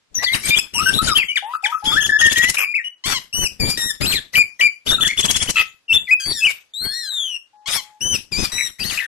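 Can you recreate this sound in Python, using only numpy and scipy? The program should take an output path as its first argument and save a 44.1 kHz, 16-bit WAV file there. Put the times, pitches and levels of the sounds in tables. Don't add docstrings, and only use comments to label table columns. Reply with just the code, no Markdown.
import sys
import numpy as np
from scipy import signal
from scipy.fft import rfft, irfft, next_fast_len
from scipy.io import wavfile
from scipy.ndimage import uniform_filter1d

SR = 44100
rng = np.random.default_rng(int(sys.argv[2]) if len(sys.argv) > 2 else 0)


def file_out(sig):
    cols = np.atleast_2d(sig).T
    lim = np.clip(cols, -1, 1)
    pcm = np.round(lim * 32767).astype(np.int16)
    wavfile.write(sys.argv[1], SR, pcm)


N = 400869

# start in seconds, length in seconds, rasp level in dB and
# buffeting level in dB (both at the end of the push, before trims), swell up to there in dB.
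AIR_PUSHES = [(0.05, 0.084, -59, -47.5, 42), (0.147, 0.094, -31, -34.5, 10),
              (0.226, 0.0083, -10.5, -46, 9.5), (0.302, 0.05, -7.5, -21, 33),
              (0.41, 0.084, -10, -20.5, 23.5), (0.55, 0.033, -13.5, -24.5, 15.5),
              (0.737, 0.24, -22, -23, 9.5), (1.019, 0.071, -12, -15.5, 10), (1.138, 0.04, -10, -22, 22),
              (1.349, 0.034, -28, -70, 14), (1.419, 0.15, -38.5, -68, 10), (1.626, 0.041, -27, -59, 15),
              (1.701, 0.15, -45.5, -81, -8), (1.844, 0.25, -20.5, -26.5, 2),
              (2.19, 0.32, -13.5, -25.5, -1.5), (2.544, 0.012, -18.5, -50, -2),
              (2.585, 0.064, -26, -80, -12), (3.059, 0.071, -11.5, -23, 7.5), (3.34, 0.05, -25.5, -28, 5.5),
              (3.408, 0.037, -20.5, -19.5, 10), (3.601, 0.088, -23.5, -15, 4.5),
              (3.68, 0.026, -11, -33, 13), (3.777, 0.18, -40, -48.5, -19), (4.011, 0.068, -26, -24.5, -9),
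              (4.094, 0.05, -16.5, -20, 8.5), (4.334, 0.051, -13.5, -26.5, 14), (4.601, 0.051, -23, -40, 0),
              (4.865, 0.068, -11.5, -19, 7), (4.929, 0.055, -28, -41, -5), (5.002, 0.081, -23, -25.5, -11),
              (5.171, 0.34, -14, -21.5, 0), (5.559, 0.055, -17.5, -35, 6.5), (5.9, 0.054, -15.5, -24, 21),
              (6.089, 0.044, -25, -45, 8.5), (6.258, 0.058, -22.5, -26.5, 2.5), (6.431, 0.039, -22, -37, 2),
              (6.487, 0.021, -16, -51, 9.5), (6.781, 0.07, -17.5, -26, 38.5), (7.12, 0.25, -44, -80, -12),
              (7.675, 0.091, -12.5, -36, 7), (8.01, 0.12, -27, -27.5, 7), (8.123, 0.027, -17, -22, 13),
              (8.32, 0.11, -20, -19.5, 10), (8.416, 0.032, -10, -37, 15), (8.52, 0.18, -35, -47.5, -10),
              (8.796, 0.089, -23.5, -30, 2), (8.899, 0.053, -17, -33.5, 1.5), (8.958, 0.086, -32, -65, -12)]
# frequency in Hz, relative level in dB per Hz.
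RASP_SPECTRUM = [(240, -53.5), (400, -8), (1010, -2.5), (1910, 2.5), (4010, 1), (5320, -0.5), (12900, -11),
                 (14000, -28)]
# time in seconds, level of the right microphone in dB,
# delay of the left microphone behind the right in milliseconds.
STANCE = [(0, -7.5, 0.1), (4.5, -6.5, 0.09), (6.5, -6, 0.019), (9.1, -9.5, 0.034)]

# 2nd harmonic in dB and 3rd harmonic in dB (against the first), flutter from 0 to 1.
CLEAR_VOICE, EDGED_VOICE, NASAL_VOICE = (-22.5, -27, 0.086), (-18.5, -27, 0.099), (0.43, -6.5, 0.21)
STEADY_VOICE, SHAKY_VOICE = (-27, -33, .025), (-16.5, -26, 0.36)
REEDY_VOICE, HOARSE_VOICE = (5, -6, 0.013), (-29, -48, 0.66)

# start in seconds, length in seconds, first pitch in Hz,
# last pitch in Hz, level in dB.
CLEAR_WHISTLES = [(0.143, 0.0076, 7600, 6160, -27.5), (0.48, 0.069, 3530, 3675, -20),
                  (0.785, 0.048, 1147, 1360, -18.5), (0.238, 0.017, 4820, 4320, -11),
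                  (0.266, 0.027, 3770, 3100, -17.5), (0.329, 0.013, 3900, 3860, -11.5),
                  (0.339, 0.011, 3430, 2320, -11.5), (0.449, 0.016, 7830, 8500, -16),
                  (0.857, 0.05, 1524, 1569, -11), (0.984, 0.044, 1243, 1343, -18),
                  (1.073, 0.067, 1500, 1164, -17.5), (1.068, 0.02, 4470, 3030, -18),
                  (1.08, 0.051, 4030, 3650, -23), (1.281, 0.042, 3080, 2883, -19),
                  (1.282, 0.06, 2165, 2420, -25.5), (1.367, 0.019, 4000, 2700, -13),
                  (1.652, 0.023, 3760, 2890, -16.5), (7.53, 0.47, 840, 847, -51),
                  (2.09, 0.017, 1772, 1755, -9.5), (2.117, 0.057, 1722, 1718, -10),
                  (2.156, 0.033, 1714, 1790, -20.5), (2.211, 0.082, 1852, 1823, -7),
                  (2.306, 0.047, 1740, 1816, -26), (2.356, 0.065, 1870, 1915, -11.5),
                  (2.418, 0.058, 1877, 2004, -12.5), (2.461, 0.048, 2023, 2030, -19),
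                  (2.642, 0.09, 2340, 2450, -23), (2.84, 0.047, 2907, 2948, -24),
                  (0.748, 0.034, 913, 990, -29.5)]
# start in seconds, length in seconds, first pitch in Hz,
# last pitch in Hz, level in dB.
EDGED_WHISTLES = [(0.148, 0.044, 6070, 5735, -16.5), (0.182, 0.06, 1882, 2023, -25.5),
                  (0.259, 0.077, 1963, 2152, -17.5), (0.432, 0.049, 2270, 2360, -25),
                  (0.503, 0.052, 2366, 2405, -10.5), (1.422, 0.11, 770, 1024, -28),
                  (1.63, 0.11, 776, 1013, -29), (1.823, 0.1, 829, 900, -29.5),
                  (4.981, 0.024, 1380, 1300, -22), (8.8, 0.037, 4790, 4620, -21)]
# a voice, then rows of time in seconds, pitch in Hz, level in dB.
FIGURES = [ (EDGED_VOICE, [(0.545, 2700, -11), (0.56, 3250, -23.5), (0.578, 3485, -6), (0.584, 2600, -20)]),
           (NASAL_VOICE, [(0.584, 2474, -16.5), (0.602, 2630, -8.5)]), (SHAKY_VOICE, [(1.03, 3940, -30.5),
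           (1.048, 4860, -22.5), (1.075, 5190, -32.5), (1.14, 5200, -18)]),
           (REEDY_VOICE, [(4.009, 1794, -37), (4.021, 2450, -20), (4.055, 2560, -25)]),
           (NASAL_VOICE, [(8.918, 2040, -27), (8.94, 1955, -33), (8.958, 1890, -29)]),
           (SHAKY_VOICE, [(4.129, 5570, -31), (4.14, 4400, -22), (4.152, 3800, -21.5), (4.163, 4330, -13.5),
           (4.168, 3670, -15.5), (4.195, 3380, -27.5)]), (SHAKY_VOICE, [(5.034, 1636, -17),
           (5.05, 1892, -23.5), (5.07, 1630, -25.5), (5.094, 2144, -22.5), (5.112, 2200, -16),
           (5.121, 1914, -31), (5.14, 2240, -19)]), (SHAKY_VOICE, [(8.995, 1790, -25), (9.006, 2090, -17.5),
           (9.025, 1726, -26.5), (9.045, 1880, -24.5), (9.064, 1630, -32.5)]),
           (NASAL_VOICE, [(0.738, 2720, -22.5), (0.756, 2924, -19), (0.798, 2560, -14), (0.813, 2810, -27),
           (0.876, 2896, -18.5), (0.899, 2697, -9.5)]), ((-17, -17, 0.38), [(0.93, 3010, -26),
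           (0.945, 3810, -13.5), (0.97, 3860, -24.5), (0.99, 3845, -9), (1.003, 3740, -35)]),
           ((-39, -45, 0.23), [(1.148, 2920, -32), (1.158, 3100, -10), (1.172, 3240, -4),
           (1.182, 2740, -20), (1.186, 2730, -8.5), (1.212, 2524, -19), (1.218, 2380, -15.5),
           (1.24, 1970, -17)]), (CLEAR_VOICE, [(1.853, 3060, -17), (1.865, 3465, -17.5),
           (1.885, 3280, -10.5), (1.903, 3310, -17.5), (1.927, 3615, -17), (1.939, 3385, -10),
           (1.957, 3500, -25), (1.975, 3300, -15.5)]), (EDGED_VOICE, [(1.919, 1165, -21),
           (1.955, 1372, -23.5), (1.981, 1774, -6), (2.028, 1690, -28.5), (2.062, 1720, -20)]),
           (CLEAR_VOICE, [(2.739, 2040, -18), (2.757, 2656, -12), (2.79, 2070, -20), (2.799, 1850, -22),
           (2.82, 1880, -25)]), (REEDY_VOICE, [(3.598, 2420, -20), (3.608, 2440, -17), (3.626, 2276, -17.5),
           (3.65, 2346, -18), (3.732, 2380, -20), (3.76, 2490, -37)]), (CLEAR_VOICE, [(4.867, 2750, -18.5),
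           (4.876, 3570, -16.5), (4.889, 3720, -20), (4.901, 3473, -8), (4.913, 3500, -15),
           (4.926, 3710, -12), (4.94, 3610, -14.5), (4.953, 3776, -8), (4.965, 3530, -27.5),
           (4.98, 3800, -46)]), ((11.8, -17, 0.23), [(5.556, 1336, -18), (5.575, 1315, -9),
           (5.612, 1291, -10.5), (5.627, 1230, -49)]), (STEADY_VOICE, [(5.88, 2840, -34.5),
           (5.904, 2663, -11), (5.918, 2622, -8), (5.928, 2720, -6.5), (5.936, 3510, -16.5),
           (5.94, 3606, -11.5), (5.974, 3452, -6), (5.986, 3790, -24.5)]),
           (STEADY_VOICE, [(6.07, 2536, -31.5), (6.084, 1990, -25.5), (6.098, 2020, -16.5),
           (6.106, 2100, -17), (6.114, 2526, -7), (6.14, 2502, -3), (6.158, 2650, -36)]),
           (EDGED_VOICE, [(6.215, 4950, -38), (6.245, 4585, -23.5), (6.3, 4577, -19), (6.322, 4490, -14),
           (6.334, 3230, -25.5)]), ((6.1, 8.8, 0.17), [(6.199, 1621, -24), (6.25, 1585, -32),
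           (6.313, 1855, -35.5), (6.349, 1900, -28.5), (6.402, 1707, -23.5), (6.426, 1640, -39)]),
           (CLEAR_VOICE, [(6.405, 2600, -33), (6.425, 2620, -14), (6.445, 2580, -8.5), (6.457, 3117, -8.5),
           (6.473, 2420, -8), (6.483, 2280, -15), (6.513, 2190, -24)]), ((-11.5, -19, 0.086),
           [(6.736, 3530, -30), (6.77, 3874, -25), (6.846, 4363, -20.5), (7.03, 4165, -28),
           (7.11, 4020, -25.5)]), ((-12.5, -20, 0.17), [(7.105, 3903, -25), (7.2, 3470, -18.5),
           (7.32, 2890, -26), (7.366, 2777, -22), (7.39, 2810, -61)]), ((-1.5, -0.44, 0.17),
           [(6.819, 1455, -40), (6.887, 1623, -34), (6.975, 1924, -28.5), (7.01, 1900, -31.5),
           (7.1, 1514, -33.5)]), (REEDY_VOICE, [(8.319, 2630, -26), (8.328, 2406, -18),
           (8.352, 2310, -18.5), (8.396, 2564, -21), (8.44, 2474, -26), (8.46, 2390, -11.5)]),
           ((9.2, 7.9, 0.1), [(8.518, 1990, -22), (8.53, 1930, -24.5), (8.6, 1970, -21), (8.65, 1938, -22),
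           (8.68, 1860, -22.5)]), ]
SYLLABLES = { "drop": ((-15.5, -22, 0.078), [(0, 2584, -6), (.3, 2343, -2), (.75, 1750, -8), (1, 1503, -4)],
             [(1.356, 0.025, 0.98, -9.5), (1.638, 0.028, 1.01, -9)]), "double": ((-23, -45, 0.077),
             [(0, 1332, -21), (.15, 1265, 2.5), (.3, 1333, -10), (.52, 1278, 7), (.7, 1290, -21),
             (1, 1325, -6.5)], [(1.533, 0.039, 1.005, -17), (1.718, 0.063, .995, -17)]),
             "croak": ((5.8, 10.9, 0.012), [(0, 1005, 5), (.25, 1192, 6.5), (.55, 1167, 3),
             (.85, 1050, 10.5), (1, 946, 2)], [(3.038, 0.15, .99, -29.5), (7.658, .15, 1.04, -33.5)]),
             "arch": ((1, -8, 0.035), [(0, 2575, -6.5), (.09, 2918, 1.5), (.55, 3026, 2), (.8, 2960, 4),
             (1, 2448, 3.5)], [(3.327, 0.15, .995, -20), (8.007, 0.16, 1.015, -19.5)]),
             "flat": ((0.79, 0.19, 0.067), [(0, 1787, 10), (.06, 1923, 0.5), (.3, 1842, 6), (.72, 1902, 2),
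             (.86, 1740, 7.5), (1, 1780, -22)], [(3.773, 0.16, 1, -24)]), "loop": ((-11, -12, 0.16),
             [(0, 1758, -19), (.07, 2430, -6), (.24, 2600, -3), (.28, 3000, -2.5), (.31, 3845, -2.5),
             (.39, 4186, -1.5), (.575, 4280, -2.5), (.61, 3300, -0.5), (.68, 2460, -1.5),
             (.82, 1920, -12.5), (1, 1676, -12.5)], [(4.008, .187, .995, -15), (8.785, .19, 1.04, -22)]),
             "kick": ((-16, -23, 0.063), [(0, 2084, -20.5), (.08, 1980, -14.5), (.16, 1891, -12.5),
             (.23, 3237, 0.5), (.27, 2284, -3), (.55, 2420, -2.5), (.86, 2419, -2.5), (1, 2215, -8.5)],
             [(4.336, 0.094, 1.005, -5.5), (4.593, 0.088, .99, -5.5)]), }
# start in seconds, length in seconds, first pitch in Hz,
# last pitch in Hz, level in dB.
HOARSE_WHISTLES = [(2.566, 0.09, 2540, 2416, -18), (8.578, 0.051, 2330, 2120, -21.5),
                   (8.972, 0.025, 2554, 2555, -17), (2.597, 0.046, 1520, 1100, -34),
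                   (5.563, 0.055, 3180, 3295, -21.5), (5.564, 0.058, 2023, 2044, -25.5)]

# middle of the chirp in seconds, chirp level in dB, pitch ratio,
# seconds until the burst of air, burst level in dB.
TRILL_CHIRPS = [(2.019, -16, 0.94, 0.0094, -39.5), (2.053, -13.5, 0.98, 0.026, -24),
                (2.204, -13.5, 0.96, 0.01, -19), (2.256, -13, 0.95, 0.015, -20),
                (2.313, -16.5, 1.0, 0.019, -16), (2.371, -16.5, 0.93, 0.014, -18),
                (2.433, -17, 0.97, 0.0053, -25), (2.489, -20.5, 0.86, 0.012, -12),
                (5.023, -9.5, 1.014, 0.015, -33.5), (5.063, -11.5, 0.99, 0.016, -13.5),
                (5.19, -11.5, 1.005, 0.021, -14.5), (5.243, -14, 0.98, 0.016, -13),
                (5.297, -13.5, 0.96, 0.016, -9.5), (5.357, -15, 0.98, 0.011, -11),
                (5.417, -17, 0.97, 0.013, -13.5), (5.489, -20, 0.88, 0.018, -13)]
# seconds from its middle, pitch in Hz before the ratio, added level in dB.
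CHIRP_SHAPE = [(-.017, 2513, -10), (-.011, 3400, -3), (.0, 3500, 0), (.010, 3420, 0), (0.016, 2600, -3)]
# 2nd harmonic in dB, 3rd harmonic in dB, flutter from 0 to 1.
CHIRP_VOICES = [(-5.5, -24.5, 0.1), (-13.5, -23, 0.09)]


def from_db(db):
    return 10 ** (np.asarray(db) / 20)


def rms_one(x):
    return x / np.sqrt(np.mean(x ** 2) + 1e-20)


def in_time(rows, at):
    s, *columns = np.transpose(rows)
    return [np.interp(at, s, column) for column in columns]


def band(x, low_hz, high_hz):
    return signal.sosfilt(signal.butter(2, [low_hz, high_hz], "band", fs=SR, output="sos"), x)


def coloured(x, spectrum):
    hz, db = np.transpose(spectrum)
    size = next_fast_len(N)
    grid = np.arange(1, size // 2 + 2) * SR / size
    gain = from_db(np.interp(np.log(grid), np.log(hz), db))
    return rms_one(irfft(rfft(x, size) * gain, size)[..., :N])


def faint_floor():
    return from_db(-67) * rms_one(band(rng.standard_normal((2, N)), 40, 5100))


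def air_pushes(t):
    coarse = t[::40]
    s, length, rasp_db, buffet_db, swell_db = np.transpose(AIR_PUSHES)[:, :, None]
    after = np.maximum(coarse - s - length, 0)
    rise_db = 2504.5 * np.maximum(s - coarse, 0)
    fall_db = np.minimum(591.5 * after, 11.5 + 182.5 * after)
    short_db = swell_db * np.clip(1 - (coarse - s) / length, 0, 1)
    levels = []
    for end_db in (rasp_db, buffet_db):
        strongest = np.max(end_db - short_db - rise_db - fall_db, axis=0)
        levels.append(np.interp(t, coarse, np.maximum(strongest, -107.5)))
    return levels


def turbulence(grain_db, alike):
    grains = rng.standard_normal((3, N)) * from_db(grain_db * rng.standard_normal(N))
    return np.sqrt(alike) * grains[0] + np.sqrt(1 - alike) * grains[1:]


def smooth(x, bands, frames):
    return uniform_filter1d(uniform_filter1d(x, size=bands, axis=0), size=frames, axis=1)


def flickering(noise):
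    spectrum = signal.stft(noise, nperseg=512)[2]
    narrow = rng.standard_normal(spectrum.shape[1:])
    for _ in range(2):
        narrow = smooth(narrow, bands=3, frames=15)
    broad = smooth(rng.standard_normal(narrow.shape), bands=24, frames=5)
    depth_db = np.linspace(2, 12, len(narrow))[:, None]
    flicker_db = depth_db * rms_one(narrow) + 3 * rms_one(broad)
    return signal.istft(spectrum * from_db(flicker_db), nperseg=512)[1][:, :N]


def rasp(level_db):
    noise = coloured(turbulence(grain_db=4.0, alike=0.13), RASP_SPECTRUM)
    return from_db(level_db - 3.5) * rms_one(flickering(noise))


def buffeting(level_db):
    low = band(turbulence(grain_db=8.5, alike=0.11), 0.67, 261)
    lumps = band(rng.standard_normal((2, N)), 5.3, 24)
    low = low * from_db(3.77 * rms_one(lumps))
    side_db = np.array([[0.0], [-4.0]])
    return from_db(level_db + side_db) * rms_one(low)


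def whistle(s, length, first_hz, last_hz, db):
    attack_share = min(0.005 / length, .4)
    shares = np.array([0, attack_share, 0.935, 1])
    return np.c_[s + shares * length, first_hz + shares * (last_hz - first_hz), db - np.array([17, 0, 0, 8.5])]


def add_note(out, rows, voice, tremor, later_s):
    second_db, third_db, flutter = voice
    at = np.arange(round(rows[0][0] * SR), min(round(rows[-1][0] * SR), N))
    t = at / SR
    hz, db = in_time(rows, t)
    hz = uniform_filter1d(hz, size=130, mode="nearest")
    hz = hz * (1 + 0.07 * flutter * tremor[0, at])
    edge = np.clip(np.minimum(t - t[0], t[-1] - t) / 0.0027, 0, 1)
    shake = np.maximum(1 + 1.47 * flutter * tremor[1, at], 0)
    level = np.sqrt(2) * from_db(db) * edge * shake
    step_db = max(3.5 - .2 * third_db, 3.2)
    gains = from_db(np.r_[0, second_db, third_db - step_db * np.arange(6)])
    gains = gains / np.sqrt(np.sum(gains[:3] ** 2))
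    turns = np.cumsum(hz) / SR
    for side, ahead in enumerate([0, hz * later_s[at]]):
        for k, gain in enumerate(gains, 1):
            fringe = 1 + min(.07 * (k - .7), .8) * tremor[2 + side, at + 500 * k]
            audible = k * hz < 13500
            wave = np.sin(2 * np.pi * k * (turns + ahead) + k * k)
            out[side, at] += gain * level * fringe * audible * wave


def song(later_s):
    out = np.zeros((2, N))
    white = rng.standard_normal((4, N + SR))
    wobbles = [*band(white[:2], 33, 190), *band(white[2:], 75, 300)]
    tremor = np.array([rms_one(wobble) for wobble in wobbles])
    notes = [(CLEAR_VOICE, whistle(*row)) for row in CLEAR_WHISTLES]
    notes += [(EDGED_VOICE, whistle(*row)) for row in EDGED_WHISTLES]
    notes += FIGURES
    notes += [(HOARSE_VOICE, whistle(*row)) for row in HOARSE_WHISTLES]
    for voice, shape, sung in SYLLABLES.values():
        for s, length, ratio, db in sung:
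            notes.append((voice, np.array(shape) * [length, ratio, 1] + [s, 0, db]))
    for s, db, ratio, wait, burst_db in TRILL_CHIRPS:
        voice = CHIRP_VOICES[int(s > 4)]
        notes.append((voice, np.array(CHIRP_SHAPE) * [1, ratio, 1] + [s, 0, db]))
    for voice, rows in notes:
        add_note(out, rows, voice, tremor, later_s)
    return out


def room(x):
    t = np.arange(SR // 2) / SR
    tail = rng.standard_normal((2, len(t))) * from_db(-60 * t / 0.24) * (t > .004)
    tail = band(tail, 450, 19845)
    tail = tail / np.sqrt(np.sum(tail ** 2, axis=1, keepdims=True))
    return signal.fftconvolve(x, tail, axes=1)[:, :N]


def trill_breathing(depth_db):
    middles = np.array(TRILL_CHIRPS)[:, :1] + .01
    since = np.min(np.abs(np.arange(N) / SR - middles), axis=0)
    return -depth_db * np.sin(np.pi * np.minimum(since / 0.048, 1)) ** 2


def bursts():
    t, level = np.arange(N) / SR, np.zeros(N)
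    for s, db, ratio, wait, burst_db in TRILL_CHIRPS:
        level += from_db(burst_db) * np.exp(-.5 * ((t - s - wait) / 0.004) ** 2)
    return level * rms_one(band(turbulence(grain_db=5.5, alike=0.047), 4900, 8400))


def mute_weak_bands(x, under_db, top_under_db):
    spectrum = signal.stft(x, nperseg=1024)[2]
    rows = spectrum[:, :512].reshape(2, 64, 8, -1)
    db = 10 * np.log10(np.mean(np.abs(rows) ** 2, axis=(0, 2)) + 1e-14)
    db = uniform_filter1d(db, size=7, axis=1)
    apart = np.abs(np.arange(64)[:, None] - np.arange(64))[:, :, None]
    neighbours = np.max(db[None] - 1.5 * apart, axis=1)
    allowed_db = np.linspace(under_db, top_under_db, 64)[:, None]
    keep = np.clip((db - neighbours + allowed_db) / 2, 0, 1)
    keep[:6] = 1
    spectrum[:, :512] *= np.repeat(keep, 8, axis=0)
    return signal.istft(spectrum, nperseg=1024)[1][:, :N]


def scene():
    t = np.arange(N) / SR
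    rasp_db, buffet_db = air_pushes(t)
    right_db, later_ms = in_time(STANCE, t)
    breath_db = trill_breathing(depth_db=14.0)
    voice = song(later_ms / 1000) + bursts()
    mix = voice + from_db(-10) * room(voice)
    mix += rasp(rasp_db + breath_db) + buffeting(buffet_db + breath_db)
    treble = band(mix[1], 11000, 19845)
    mix[1] = from_db(right_db) * (mix[1] + 1.9 * treble)
    return mix + faint_floor()


def roll_off(x):
    return signal.sosfilt(signal.butter(12, 14330, fs=SR, output="sos"), x)


def record(dry):
    x = mute_weak_bands(np.tanh(dry), under_db=22, top_under_db=-3)
    x = signal.sosfilt(signal.cheby2(10, 50, 14300, fs=SR, output="sos"), x)
    x = x * np.clip((9.066 - np.arange(N) / SR) * 250, 0, 1)
    return roll_off(x)


dry = scene()
out = record(dry)
file_out(out)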